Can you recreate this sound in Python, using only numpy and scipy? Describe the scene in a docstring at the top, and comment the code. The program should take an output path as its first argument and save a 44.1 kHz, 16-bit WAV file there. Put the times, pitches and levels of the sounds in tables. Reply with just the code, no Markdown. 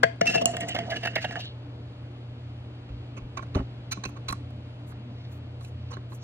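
"""Lid and blade in a workshop

A hollow plastic lid drops on a wooden bench, bounces, rolls off to the right and wobbles to rest.
Then a steel blade is let down into a jar of liquid, bumping the bottom and ticking against the neck.
Each contact is a cluster of tiny impacts that rings the modes of plastic, wood, glass or steel.
Heard close by on a hand-held phone with two microphone ports, over the small shop's fan and mains hum."""
import sys
import numpy as np
from scipy import signal
from scipy.fft import rfft, irfft, next_fast_len
from scipy.io import wavfile
from scipy.ndimage import uniform_filter1d, map_coordinates

SR = 44100
rng = np.random.default_rng(int(sys.argv[2]) if len(sys.argv) > 2 else 0)


def to_wav(s):
    """Save 16-bit WAV."""
    ch = np.atleast_2d(s).T  # columns
    pcm = np.round(np.clip(ch, -1, 1) * 32767)  # PCM
    wavfile.write(sys.argv[1], SR, pcm.astype(np.int16))


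N = 274743

# fan and room noise: frequency_hz, density_db
AIR_SPECTRUM = [(25, -99), (60, -72), (100, -65), (180, -76.5), (270, -73.5), (400, -80.5), (700, -83.5),
                (1000, -87.5), (1900, -94.5), (3000, -91.5), (4900, -101), (5500, -110), (8000, -112),
                (11500, -120), (14000, -140)]
# noise power common to both ports: frequency_hz, share
AIR_COMMON = [(60, 1), (200, 0.99), (500, 0.83), (900, 0.612), (2000, 0.053), (3000, 0.76), (6000, 0.68),
              (9500, 1)]
# side the noise leans to (pan is always left minus right): frequency_hz, pan_db
AIR_PAN = [(100, -0.5), (300, 3.5), (700, 3), (1400, 2), (2400, 0)]
# mains and motor tones: pitch_hz, level_db, waver_db
HUM_TONES = [(119.96, -40.5, 0.5), (86.5, -51.5, 4), (209, -73.5, 8), (243.2, -60, 4), (287.3, -57.5, 3.5),
             (350.5, -69.5, 2.5), (480.4, -67.5, 5), (605, -65.5, -1)]
# deep bumps through the bench: start_s, level_db, pitch_hz, t60_s
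BENCH_BUMPS = [(2.902, -30.5, 61.2, 0.36), (3.22, -31, 43.2, 0.18), (3.385, -41, 53.6, 0.098),
               (3.557, -12.5, 90, 0.078), (3.596, -22, 63, 0.15), (3.97, -43, 59.5, 0.11),
               (4.058, -37, 60.5, 0.11), (4.298, -26, 54.6, 0.054)]
# brief rustles and slides: start_s, length_s, level_db, centre_hz, width_hz
RUSTLE_PUFFS = [(1.349, 0.2, -46.5, 3500, 1390), (3.909, 0.028, -42, 10700, 3970),
                (4.022, 0.1, -66, 10400, 6040), (4.284, 0.026, -54, 11300, 5000),
                (4.854, 0.08, -61.5, 9850, 6000), (5, 0.45, -64.5, 3260, 3020),
                (5.252, 0.16, -67.5, 10200, 8000), (5.559, 0.18, -64.5, 8440, 7100),
                (5.705, 0.41, -68, 3420, 3040), (6.078, 0.12, -59.5, 9520, 7000),
                (6.158, 0.14, -60.5, 4700, 4000)]

# modes of the jar, its base and the blade: pitch_hz, level_db, t60_s
JAR_MODES = [(910, -6, .02), (1085, 2, .05), (1135, 0, .03), (1240, -5, .025), (1370, 3, .03),
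             (1520, -2, .022), (1680, -6, .015)]
BASE_MODES = [(195, 4.5, 0.073), (273, 5, 0.046), (376, -1.5, 0.044), (580, 5, 0.019), (870, -2.5, 0.011)]
STEEL_LOW_MODES = [(2010, -10, .015), (2350, 0, .04), (2530, 0, .04), (2680, -3, .04), (2930, -2, .05)]
STEEL_HIGH_MODES = [(3500, -6, .015), (3740, 0, .02), (3930, 0, .022), (4150, 2, .026), (4400, -2, .015)]
EDGE_MODES = [(5200, -3, .004), (6100, 0, .005), (7200, -3, .003), (8300, -3, .004), (10200, -3, .002),
              (13000, -10, .002)]
# blade on jar: time_s, contact_ms, jar_db, base_db, steel_low_db, steel_high_db, edge_db,
# favoured_jar_hz, favoured_steel_low_hz, favoured_steel_high_hz
BLADE_TICKS = [(2.89, 6.1, -54.5, -48.5, -58.5, -67, -75, 1204, 2780, 4000),
               (3.172, 12, -46.5, -39.5, -47.5, -60, -53, 1100, 2570, 4000),
               (3.373, 7.9, -31.5, -42, -42.5, -43, -42, 1150, 2320, 3730),
               (3.388, 8.3, -35, -42, -53.5, -58.5, -71, 1100, 2410, 4040),
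               (3.426, 8.8, -42.5, -38.5, -63, -57, -56, 1270, 2350, 4000),
               (3.547, 6, -37.5, -43, -41, -39.5, -47.5, 1220, 2530, 3660),
               (3.553, 6.5, -35, -22, -47, -59, -45.5, 970, 2530, 3700),
               (3.566, 12, -53, -24.5, -46, -59, -52, 900, 2950, 3720),
               (3.582, 16, -42, -30, -51.5, -66, -65, 900, 2950, 4360),
               (3.6, 16, -56.5, -32, -64, -75, -68, 892, 2930, 4020),
               (3.918, 12, -36, -58, -37, -32, -31.5, 1395, 2450, 4130),
               (3.972, 6.6, -42, -34.5, -61, -63, -70, 1110, 2600, 4100),
               (4.038, 4.3, -35.5, -66, -43, -36.5, -38, 1330, 2440, 4050),
               (4.053, 6, -39.5, -33, -35, -40, -37, 1220, 2600, 4150),
               (4.089, 7.5, -49, -61, -63, -66, -58, 1100, 2570, 4150),
               (4.163, 12, -46, -49, -61, -58, -63.5, 1090, 2400, 4200),
               (4.286, 6.4, -35, -45, -37, -30.5, -33.5, 1130, 2624, 4200),
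               (4.299, 6, -38, -40, -42, -38.5, -60, 1117, 2580, 4220),
               (4.309, 2.25, -43, -43, -58, -62, -39, 1082, 2510, 4240),
               (4.325, 4.2, -30, -35.5, -56.5, -49, -30, 1188, 2420, 4260),
               (4.506, 3.1, -58, -55, -68.5, -67, -61, 1224, 2930, 3960),
               (4.889, 38, -64, -57, -70.5, -68.5, -70, 1200, 2350, 4000),
               (4.916, 11, -50, -63, -66.5, -68, -68, 1440, 2370, 4000),
               (5.609, 6.2, -53, -65, -64.5, -57, -57, 1200, 2720, 4030),
               (5.648, 3.5, -65.5, -55, -51, -52.5, -48, 1210, 2700, 4300),
               (5.91, 9.7, -42, -51.5, -62, -65, -49.5, 1190, 2930, 4130),
               (5.929, 14, -45, -51, -51.5, -45.5, -52, 1290, 2950, 4050),
               (5.969, 3.7, -42, -40, -78, -58, -65, 1250, 2360, 4020),
               (6.121, 9.4, -47, -47, -68, -58, -86, 1210, 2620, 4200)]
# the touching spot shifts along the blade edge: time_s, favoured_hz
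EDGE_SPOT = [(3.5, 5560), (4.28, 6200), (4.32, 10590), (5.65, 8800), (5.9, 5760)]

# modes of the bench and of the lid's parts: pitch_hz, level_db, t60_s
BENCH_MODES = [(175, 4, 0.092), (228, 7.5, 0.038), (290.6, -3, 0.03), (358, 2, 0.03), (452, -5.5, 0.15)]
CUP_MODES = [(678.2, 3.5, 0.27), (709.5, 7, 0.079), (609, -5.5, 0.04), (737, -7, 0.032), (861, -4, 0.017),
             (1055, -2.5, 0.015)]
WALL_MODES = [(1080, -3, .02), (1400, 0, .018), (1620, 0, .03), (1705, 3, .045), (1870, 3, .04),
              (2050, 1, .04), (2150, -2, .025)]
RIM_MODES = [(2480, -8, .025), (2705, -4, .06), (2890, 0, .045), (3150, -3, .02)]
CRACK_MODES = [(3960, -3, .005), (4600, -2, .008), (5500, -3, .004), (6500, -3, .003), (7600, 0, .0025),
               (9200, -4, .002), (12500, -14, .002)]
# lid knocks and skids: time_s, contact_ms, cup_db, wall_db, rim_db, crack_db
LID_KNOCKS = [(0.033, 1.43, -18.5, -14.5, -23, -29), (0.034, 6.44, -15.5, -15.5, -35, -25.5),
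              (0.212, 3.95, -13.5, -24, -28, -26.5), (0.257, 6.1, -30, -38, -32.5, -36),
              (0.268, 10.8, -47, -30.5, -27.5, -27.5), (0.291, 20, -27, -38, -32, -33.5),
              (0.315, 17, -68, -48.5, -40, -37), (0.343, 6.5, -27, -28, -35, -31),
              (0.353, 11, -18, -40, -37.5, -30), (0.378, 7.1, -27, -42, -30, -50),
              (0.416, 8.4, -20.5, -51.5, -33, -36), (0.457, 0.8, -23, -73.5, -18, -8.5),
              (0.478, 6.5, -45.5, -45, -56, -47), (0.506, 14.3, -37, -56.5, -43, -46),
              (0.568, 2.8, -33.5, -33.5, -31, -32.5), (0.606, 6.9, -36, -36.5, -34, -35),
              (0.63, 9.9, -37.5, -39.5, -39, -51), (0.687, 6.9, -35.5, -37.5, -34, -32),
              (0.748, 7.2, -28.5, -38, -29.5, -36), (0.76, 11.5, -28, -29, -32.5, -55),
              (0.788, 4.5, -30.5, -38, -28.5, -35), (0.902, 10.6, -47.5, -41, -36.5, -35.5),
              (0.917, 11.2, -29.5, -32, -34, -49), (0.962, 10, -37.5, -40, -31, -38),
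              (1.032, 8.1, -34, -36.5, -33, -39), (1.052, 8.3, -26.5, -27.5, -33, -32),
              (1.072, 4.5, -34, -27.5, -27.5, -40), (1.156, 3.1, -40, -29, -55, -28),
              (1.161, 7.5, -24.5, -23.5, -27, -67), (1.18, 5.8, -37, -29, -40, -56),
              (1.211, 13, -63, -60, -43, -43), (1.245, 6.6, -26.5, -29.5, -31, -36),
              (1.309, 3.2, -37.5, -37, -46, -43), (1.356, 2.34, -37.5, -30.5, -43, -59),
              (1.399, 14.4, -59.5, -52.5, -39, -42)]
# lid rolling on its edge: time_s, cup_db, wall_db, rim_db, bench_db
ROLL_LEVELS = [(0.23, -47, -61.5, -64, -55), (0.27, -48, -46.5, -42.5, -40.5),
               (0.33, -43.5, -46, -37.5, -41), (0.374, -48.5, -41, -33, -37.5),
               (0.44, -36, -53.5, -51.5, -38.5), (0.54, -37, -50.5, -46.5, -43),
               (0.6, -41, -51, -47.5, -44.5), (0.66, -35, -52, -42.5, -38), (0.72, -53, -50, -40.5, -50),
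               (0.77, -44.5, -42.5, -44.5, -43), (0.82, -47, -48, -49, -36), (0.88, -41.5, -58, -51.5, -55),
               (0.94, -39, -38, -47, -48), (0.99, -56, -54, -40.5, -43), (1.05, -41, -50, -45, -58),
               (1.1, -45, -55, -44, -49), (1.14, -49, -46, -49, -45), (1.22, -42, -43.5, -38, -54),
               (1.3, -53, -47, -43.5, -44.5), (1.37, -36, -47.5, -41.5, -44.5),
               (1.46, -71, -56, -43.5, -61)]
# the lid tips and another spot meets the wood:
# time_s, favoured_wall_hz, favoured_rim_hz, favoured_crack_hz
LID_SPOT = [(0.1, 1590, 3120, 5230), (0.21, 1800, 2900, 5100), (0.26, 1960, 2520, 5600),
            (0.3, 1680, 2600, 5630), (0.39, 1750, 2700, 5540), (0.42, 1947, 3100, 5300),
            (0.45, 1890, 2910, 7890), (0.72, 2040, 2926, 7380), (0.75, 1920, 3200, 3770),
            (0.92, 2020, 2890, 3800), (0.96, 1710, 2850, 3900), (1.04, 1820, 2700, 3870),
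            (1.075, 1760, 2680, 3900), (1.16, 2120, 2880, 3800), (1.24, 1640, 2750, 3800),
            (1.31, 1850, 2950, 3750), (1.36, 1590, 3080, 3750)]
# the lid's path past the phone: time_s, pan_db, cup_left_lead_ms, rim_left_lead_ms
LID_TRAVEL = [(0.03, 7.5, 0.74, -0.033), (0.22, 4, 0.86, -0.034), (0.25, -1, 0.62, 0.025),
              (0.37, 5.5, 1, 0.2), (0.41, 0, -0.37, -0.06), (0.75, -4.5, -0.031, 0.006),
              (1.4, -4, 0.038, 0.086)]
# the cup rings shorter as the lid lies flatter: time_s, ring_time_share
CUP_RING_SHARE = [(0.8, 0.83), (0.9, 0.54)]
SQUEAL_HZ, CUP_NOTE_HZ = 2704, 678
# notes of the skidding edge: start_s, length_s, pitch_hz, level_db, left_lead_ms
SKID_NOTES = [(0.268, 0.044, SQUEAL_HZ, -20.5, .13), (0.28, 0.023, 3930, -38, .1),
              (0.268, 0.031, 4960, -40, .1), (0.269, 0.027, 5530, -39.5, .1),
              (0.27, 0.019, 6150, -36, 0.091), (0.322, 0.028, SQUEAL_HZ, -33, 0.11),
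              (0.349, 0.03, SQUEAL_HZ, -29, 0.12), (0.372, 0.035, SQUEAL_HZ, -29.5, .13),
              (0.459, 0.088, CUP_NOTE_HZ, -28, 0.016), (0.585, 0.11, CUP_NOTE_HZ, -34.5, 0.024),
              (0.606, 0.028, 1902, -38.5, 0.0024), (0.629, 0.03, 1892, -38, 0.0024),
              (0.779, 0.051, CUP_NOTE_HZ, -29, 0.02), (0.906, 0.032, 2046, -34, 0.002),
              (0.928, 0.06, 1700, -45.5, 0.002)]

# brief 12-13 kHz fizz that the phone's audio coding adds on each knock: centre_hz, level_db, t60_s
TOP_FIZZ_BANDS = [(12000, 0, .002), (13300, 0, .002)]
# phase between the microphone ports: frequency_hz, left_lead_rad
PORT_LEAD = [(0, 0), (300, -.2), (700, -.9), (1100, -2.0), (1550, -.4), (2000, -.4), (2500, -2.5),
             (3000, -3.0), (4100, -3.9), (5000, -3.4), (5900, -4.5), (7000, -4.0), (7900, -3.9),
             (8700, -3.3), (11500, -2.9), (13500, -2.3), (14500, -1.2), (16200, -.8)]

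RIM_PAN_SHARE = 0.64  # the rim leans less to one side than cup and wall
# fall in a mode's level with its distance from the favoured pitch
LID_DB_PER_OCT, CRACK_DB_PER_OCT, ROLL_DB_PER_OCT = 61.5, 31, 41
JAR_DB_PER_OCT, STEEL_DB_PER_OCT, EDGE_DB_PER_OCT = 40, 55, 29.5


def undb(db):
    """Decibels to gain."""
    return 10 ** (np.asarray(db) / 20)


def at(table, s):
    """Columns of a curve read at times s."""
    times, *columns = np.transpose(table)
    return [np.interp(s, times, c) for c in columns]


def over_hz(table):
    """A curve read across the spectrum on a log frequency axis."""
    hz, value = np.transpose(table)
    return np.interp(np.log(np.fft.rfftfreq(N, 1 / SR) + 1), np.log(hz + 1), value)


def walk(per_s):
    """Smooth random drift with a spread near 1."""
    hold = int(SR / per_s)
    steps = np.repeat(rng.standard_normal(N // hold + 1), hold)
    return 1.72 * uniform_filter1d(uniform_filter1d(steps, hold), hold)[:N]


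def filtered(x, order, hz, kind="lowpass"):
    """Maximally flat filter."""
    return signal.sosfilt(signal.butter(order, hz, kind, fs=SR, output="sos"), x)


def place(x, pan_db):
    """Mono to left and right."""
    return x * undb(np.array([pan_db, -pan_db]).reshape(2, -1) / 2)


def add(out, s, sound):
    """Mix a sound in at time s."""
    i = int(s * SR)
    n = min(sound.shape[1], N - i)
    out[:, i:i + n] += sound[:, :n]


def ring(modes, favoured_hz=None, ring_share=1, db_per_oct=None):
    """Modes answer one click; the struck spot may favour those near one pitch."""
    t = np.arange(SR // 8) / SR
    out = 0
    for hz, db, t60 in modes:
        if favoured_hz:
            db = db - db_per_oct * abs(np.log2(hz / favoured_hz))
        decay = np.exp(-np.log(1000) * t / (t60 * ring_share))
        out = out + undb(db) * np.sin(2 * np.pi * hz * t) * decay
    return out


def radiated(x, modes):
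    """A part sends out little below its lowest mode."""
    return filtered(x, 4, 0.9 * min(modes)[0], "highpass")


def chatter(contact_ms, spread_db=8.5):
    """A contact is a cluster of tiny uneven impacts that swells and dies away."""
    progress = np.arange(SR // 10) / SR / (contact_ms / 1000)
    grit = rng.standard_normal(len(progress)) * undb(spread_db * rng.standard_normal(len(progress)))
    swell = np.exp(-((progress - 1.08) / 0.56) ** 2 / 2)
    return (grit * swell)[progress < 2.8]


def blows(times, contact_ms, parts, detune):
    """Each blow rings every part; grip and contact shift the modes a little from blow to blow."""
    # a part: modes, level_db, favoured_hz (0 for none), db_per_oct, pan_db, left_lead_ms, ring_share
    out = np.zeros((2, N))
    for i, (s, ms) in enumerate(zip(times, np.clip(contact_ms, 1, 35))):
        force = chatter(ms)
        start_s = s - .6 * ms / 1000
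        shifts = detune * rng.standard_normal(len(parts))
        shifts[0] /= 3  # the main note nearly holds its pitch
        for shift, (modes, *columns) in zip(shifts, parts):
            settings = (np.broadcast_to(c, times.shape)[i] for c in columns)
            level_db, favoured_hz, db_per_oct, pan_db, lead_ms, ring_share = settings
            modes = [(hz * (1 + shift), db, t60) for hz, db, t60 in modes]
            response = ring(modes, favoured_hz, ring_share, db_per_oct)
            sound = radiated(signal.fftconvolve(force, response), modes)
            loudest_rms = np.sqrt(uniform_filter1d(sound ** 2, size=200).max())
            left, right = place(sound * undb(level_db) / loudest_rms, pan_db)
            add(out[:1], start_s - lead_ms / 2000, left[None])
            add(out[1:], start_s + lead_ms / 2000, right[None])
    return out


def fan_air(swell_db=.5, flicker_db=0.52):
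    """Fan and room noise all round the phone: octave bands swell together and flicker alone."""
    both, left, right = rfft(rng.standard_normal((3, N)))
    common = np.clip(over_hz(AIR_COMMON), 0, 1)
    ports = np.sqrt(common) * both + np.sqrt(1 - common) * np.array([left, right])
    ports *= place(undb(over_hz(AIR_SPECTRUM)) * np.sqrt(SR / 2), over_hz(AIR_PAN))
    octave = np.log2(np.fft.rfftfreq(N, 1 / SR) / 20 + 1e-9)
    swell = swell_db * walk(0.93)
    out = 0
    for k in range(11):
        band = np.cos(np.pi / 2 * np.clip(octave - k, -1, 1)) ** 2
        out += irfft(ports * band, N) * undb(swell + flicker_db * walk(11.0))
    return out


def hum():
    """Mains and motor tones in the centre, each wavering in level."""
    t = np.arange(N) / SR
    out = 0
    for hz, db, waver_db in HUM_TONES:
        amplitude = np.sqrt(2) * undb(db + waver_db * walk(hz / 14))
        out += amplitude * np.sin(2 * np.pi * (hz * t + rng.random()))
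    return out


def room(x, level_db=-20.5, t60_s=.28):
    """Walls and shelves add a short, thin, diffuse tail behind the direct sound."""
    t = np.arange(SR // 2) / SR
    own, common = rng.standard_normal((2, len(t))), rng.standard_normal(len(t))
    tail = common + filtered(own - common, 1, 8000)  # the ports hear the same top end
    tail *= np.exp(-np.log(1000) * t / t60_s) * np.clip(t / 0.01, 0, 1)
    tail = filtered(tail, 2, [1800, 7000], "bandpass")
    tail /= np.sqrt((tail ** 2).sum(axis=1, keepdims=True))
    return x + undb(level_db) * signal.fftconvolve(x, tail, axes=1)[:, :N]


def rustles():
    """Faint rustles and slides in the centre: short patchy puffs of hiss."""
    out, patchy = np.zeros((2, N)), undb(2.7 * walk(74))
    for s, length_s, db, centre_hz, width_hz in RUSTLE_PUFFS:
        n = int(length_s * SR)
        grit = rng.standard_normal(SR // 2) * undb(3.1 * rng.standard_normal(SR // 2))
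        hiss = filtered(grit, 3, [centre_hz - width_hz / 2, centre_hz + width_hz / 2], "bandpass")
        puff = hiss[:n] * patchy[:n] * np.hanning(n)
        add(out, s, place(puff * undb(db) / puff.std(), 0))
    return out


def bench_bumps(push_ms=2.5):
    """Soft heavy contacts carry through the bench: a few low cycles, alike at both ports."""
    out, push = np.zeros((2, N)), np.hanning(int(push_ms * SR / 1000))
    for s, db, hz, t60 in BENCH_BUMPS:
        response = ring([(hz, db, t60), (1.88 * hz, db + 0.5, 0.29 * t60)])
        add(out, s, place(signal.fftconvolve(response, push / push.sum()), 0))
    return filtered(out, 2, 45, "highpass")


def blade_ticks(jar_pan_db=-8.5, jar_lead_ms=0.46, steel_pan_db=-7.5, steel_lead_ms=-0.006):
    """Right of the phone, the blade touches the jar's neck and bottom; glass and steel both ring."""
    s, ms, jar_db, base_db, low_db, high_db, edge_db, jar_hz, low_hz, high_hz = np.transpose(BLADE_TICKS)
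    parts = [(JAR_MODES, jar_db, jar_hz, JAR_DB_PER_OCT, jar_pan_db, jar_lead_ms, 1),
             (BASE_MODES, base_db, 0, 0, 0, 0, 1),
             (STEEL_LOW_MODES, low_db, low_hz, STEEL_DB_PER_OCT, steel_pan_db, steel_lead_ms, 1),
             (STEEL_HIGH_MODES, high_db, high_hz, STEEL_DB_PER_OCT, steel_pan_db, steel_lead_ms, 1),
             (EDGE_MODES, edge_db, *at(EDGE_SPOT, s), EDGE_DB_PER_OCT, 0, 0, 1)]
    return blows(s, ms, parts, detune=.011)  # they hold their pitch better than plastic


def lid_singing(waver_db=2):
    """The skidding edge makes single modes sing: near-pure notes that swell, waver and fade."""
    out, waver = np.zeros((2, N)), undb(waver_db * walk(90))
    for s, length_s, hz, db, lead_ms in SKID_NOTES:
        t = np.arange(int(length_s * SR)) / SR
        shape = np.interp(t / length_s, [0, 0.072, .7, 1], [0.092, 0.99, 0.5, 0])
        shape *= waver[int(s * SR):][:len(t)]
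        port_t = t + np.array([[1], [-1]]) * lead_ms / 2000
        note = np.sqrt(2) * undb(db) * shape * np.sin(2 * np.pi * (hz * port_t + rng.random()))
        add(out, s, note * place(0.89, RIM_PAN_SHARE * at(LID_TRAVEL, s)[0]))
    return out


def lid_rolling(ring_share=0.79, wobble_depth=.01):
    """The lid's rough edge patters on the wood and keeps modes ringing; the wobble bends their pitch."""
    n = 2 * SR
    t = np.arange(n) / SR
    cup_db, wall_db, rim_db, bench_db = at(ROLL_LEVELS, t)
    (tipping_s, _), (flat_s, flat_ring_share) = CUP_RING_SHARE
    flat = np.interp(t, [tipping_s, flat_s], [0, 1])
    # modes, level_db, gain, ring_time_share, favoured_hz
    parts = [(BENCH_MODES, bench_db, 1, ring_share, 0),
             (CUP_MODES, cup_db, 1 - flat, 1, 0),
             (CUP_MODES, cup_db, flat, flat_ring_share, 0),
             (WALL_MODES, wall_db, 1 - flat, ring_share, 1900),
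             (WALL_MODES, wall_db, flat, ring_share, 1730),
             (RIM_MODES, rim_db, 1, ring_share, 2900),
             (CRACK_MODES, rim_db - 7.5, 1, ring_share, 0)]
    wobbling_index = np.cumsum(1 + wobble_depth * flat * walk(27)[:n])
    bumpy_db = 2.8 * walk(89.83)[:n]
    out = 0
    for modes, db, gain, share, favoured_hz in parts:
        grit = rng.standard_normal(n) * undb(4.9 * rng.standard_normal(n) + 2.5 * walk(60)[:n] + bumpy_db)
        patter = signal.fftconvolve(grit, ring(modes, favoured_hz, share, ROLL_DB_PER_OCT))[:n]
        bent = map_coordinates(radiated(patter, modes), [wobbling_index], order=1, mode="mirror")
        out += gain * undb(db) * bent / bent.std()
    out *= (t > ROLL_LEVELS[0][0]) & (t < ROLL_LEVELS[-1][0])
    out = filtered(out, 4, 7700)  # patter is softer than a blow
    return np.pad(place(out, RIM_PAN_SHARE * at(LID_TRAVEL, t)[0]), ((0, 0), (0, N - n)))


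def lid_knocks():
    """The lid bounces from left to right; the bench answers in step with its hollow cup note."""
    s, ms, cup_db, wall_db, rim_db, crack_db = np.transpose(LID_KNOCKS)
    wall_hz, rim_hz, crack_hz = at(LID_SPOT, s)
    pan_db, cup_lead_ms, rim_lead_ms = at(LID_TRAVEL, s)
    parts = [(CUP_MODES, cup_db, 0, 0, pan_db, cup_lead_ms, *at(CUP_RING_SHARE, s)),
             (BENCH_MODES, cup_db - 10.5, 0, 0, 0, 0, 1),
             (WALL_MODES, wall_db, wall_hz, LID_DB_PER_OCT, pan_db, 0, 1),
             (RIM_MODES, rim_db, rim_hz, LID_DB_PER_OCT, RIM_PAN_SHARE * pan_db, rim_lead_ms, 1),
             (CRACK_MODES, crack_db, crack_hz, CRACK_DB_PER_OCT, 0, 0, 1),
             (TOP_FIZZ_BANDS, crack_db - 10.5, 0, 0, 0, 0, 1)]  # the phone's fizz follows the crack
    return blows(s, ms, parts, detune=.015)


def scene():
    """Lid, blade and bench close by, with the shop's hum and fan behind."""
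    contacts = lid_knocks() + lid_rolling() + lid_singing() + blade_ticks()
    contacts = filtered(contacts, 3, 134, "highpass")  # small bodies send out little bass
    contacts = filtered(contacts, 2, 10400)  # plastic and wet steel give little above this
    return room(contacts) + bench_bumps() + rustles() + hum() + fan_air()


def record(dry, drive=1.2, top_hz=16300):
    """The phone's two ports shift the phase against each other; peaks are rounded and the top is cut."""
    n = next_fast_len(N + SR // 4)
    hz, radians = np.transpose(PORT_LEAD)
    lead = np.interp(np.fft.rfftfreq(n, 1 / SR), hz, radians)
    ports = irfft(rfft(dry, n) * np.exp(.5j * np.outer([1, -1], lead)), n)[:, :N]
    rounded = np.tanh(drive * ports) / drive
    return signal.sosfilt(signal.ellip(8, .2, 70, top_hz, fs=SR, output="sos"), rounded)


dry = scene()
out = record(dry)
to_wav(out)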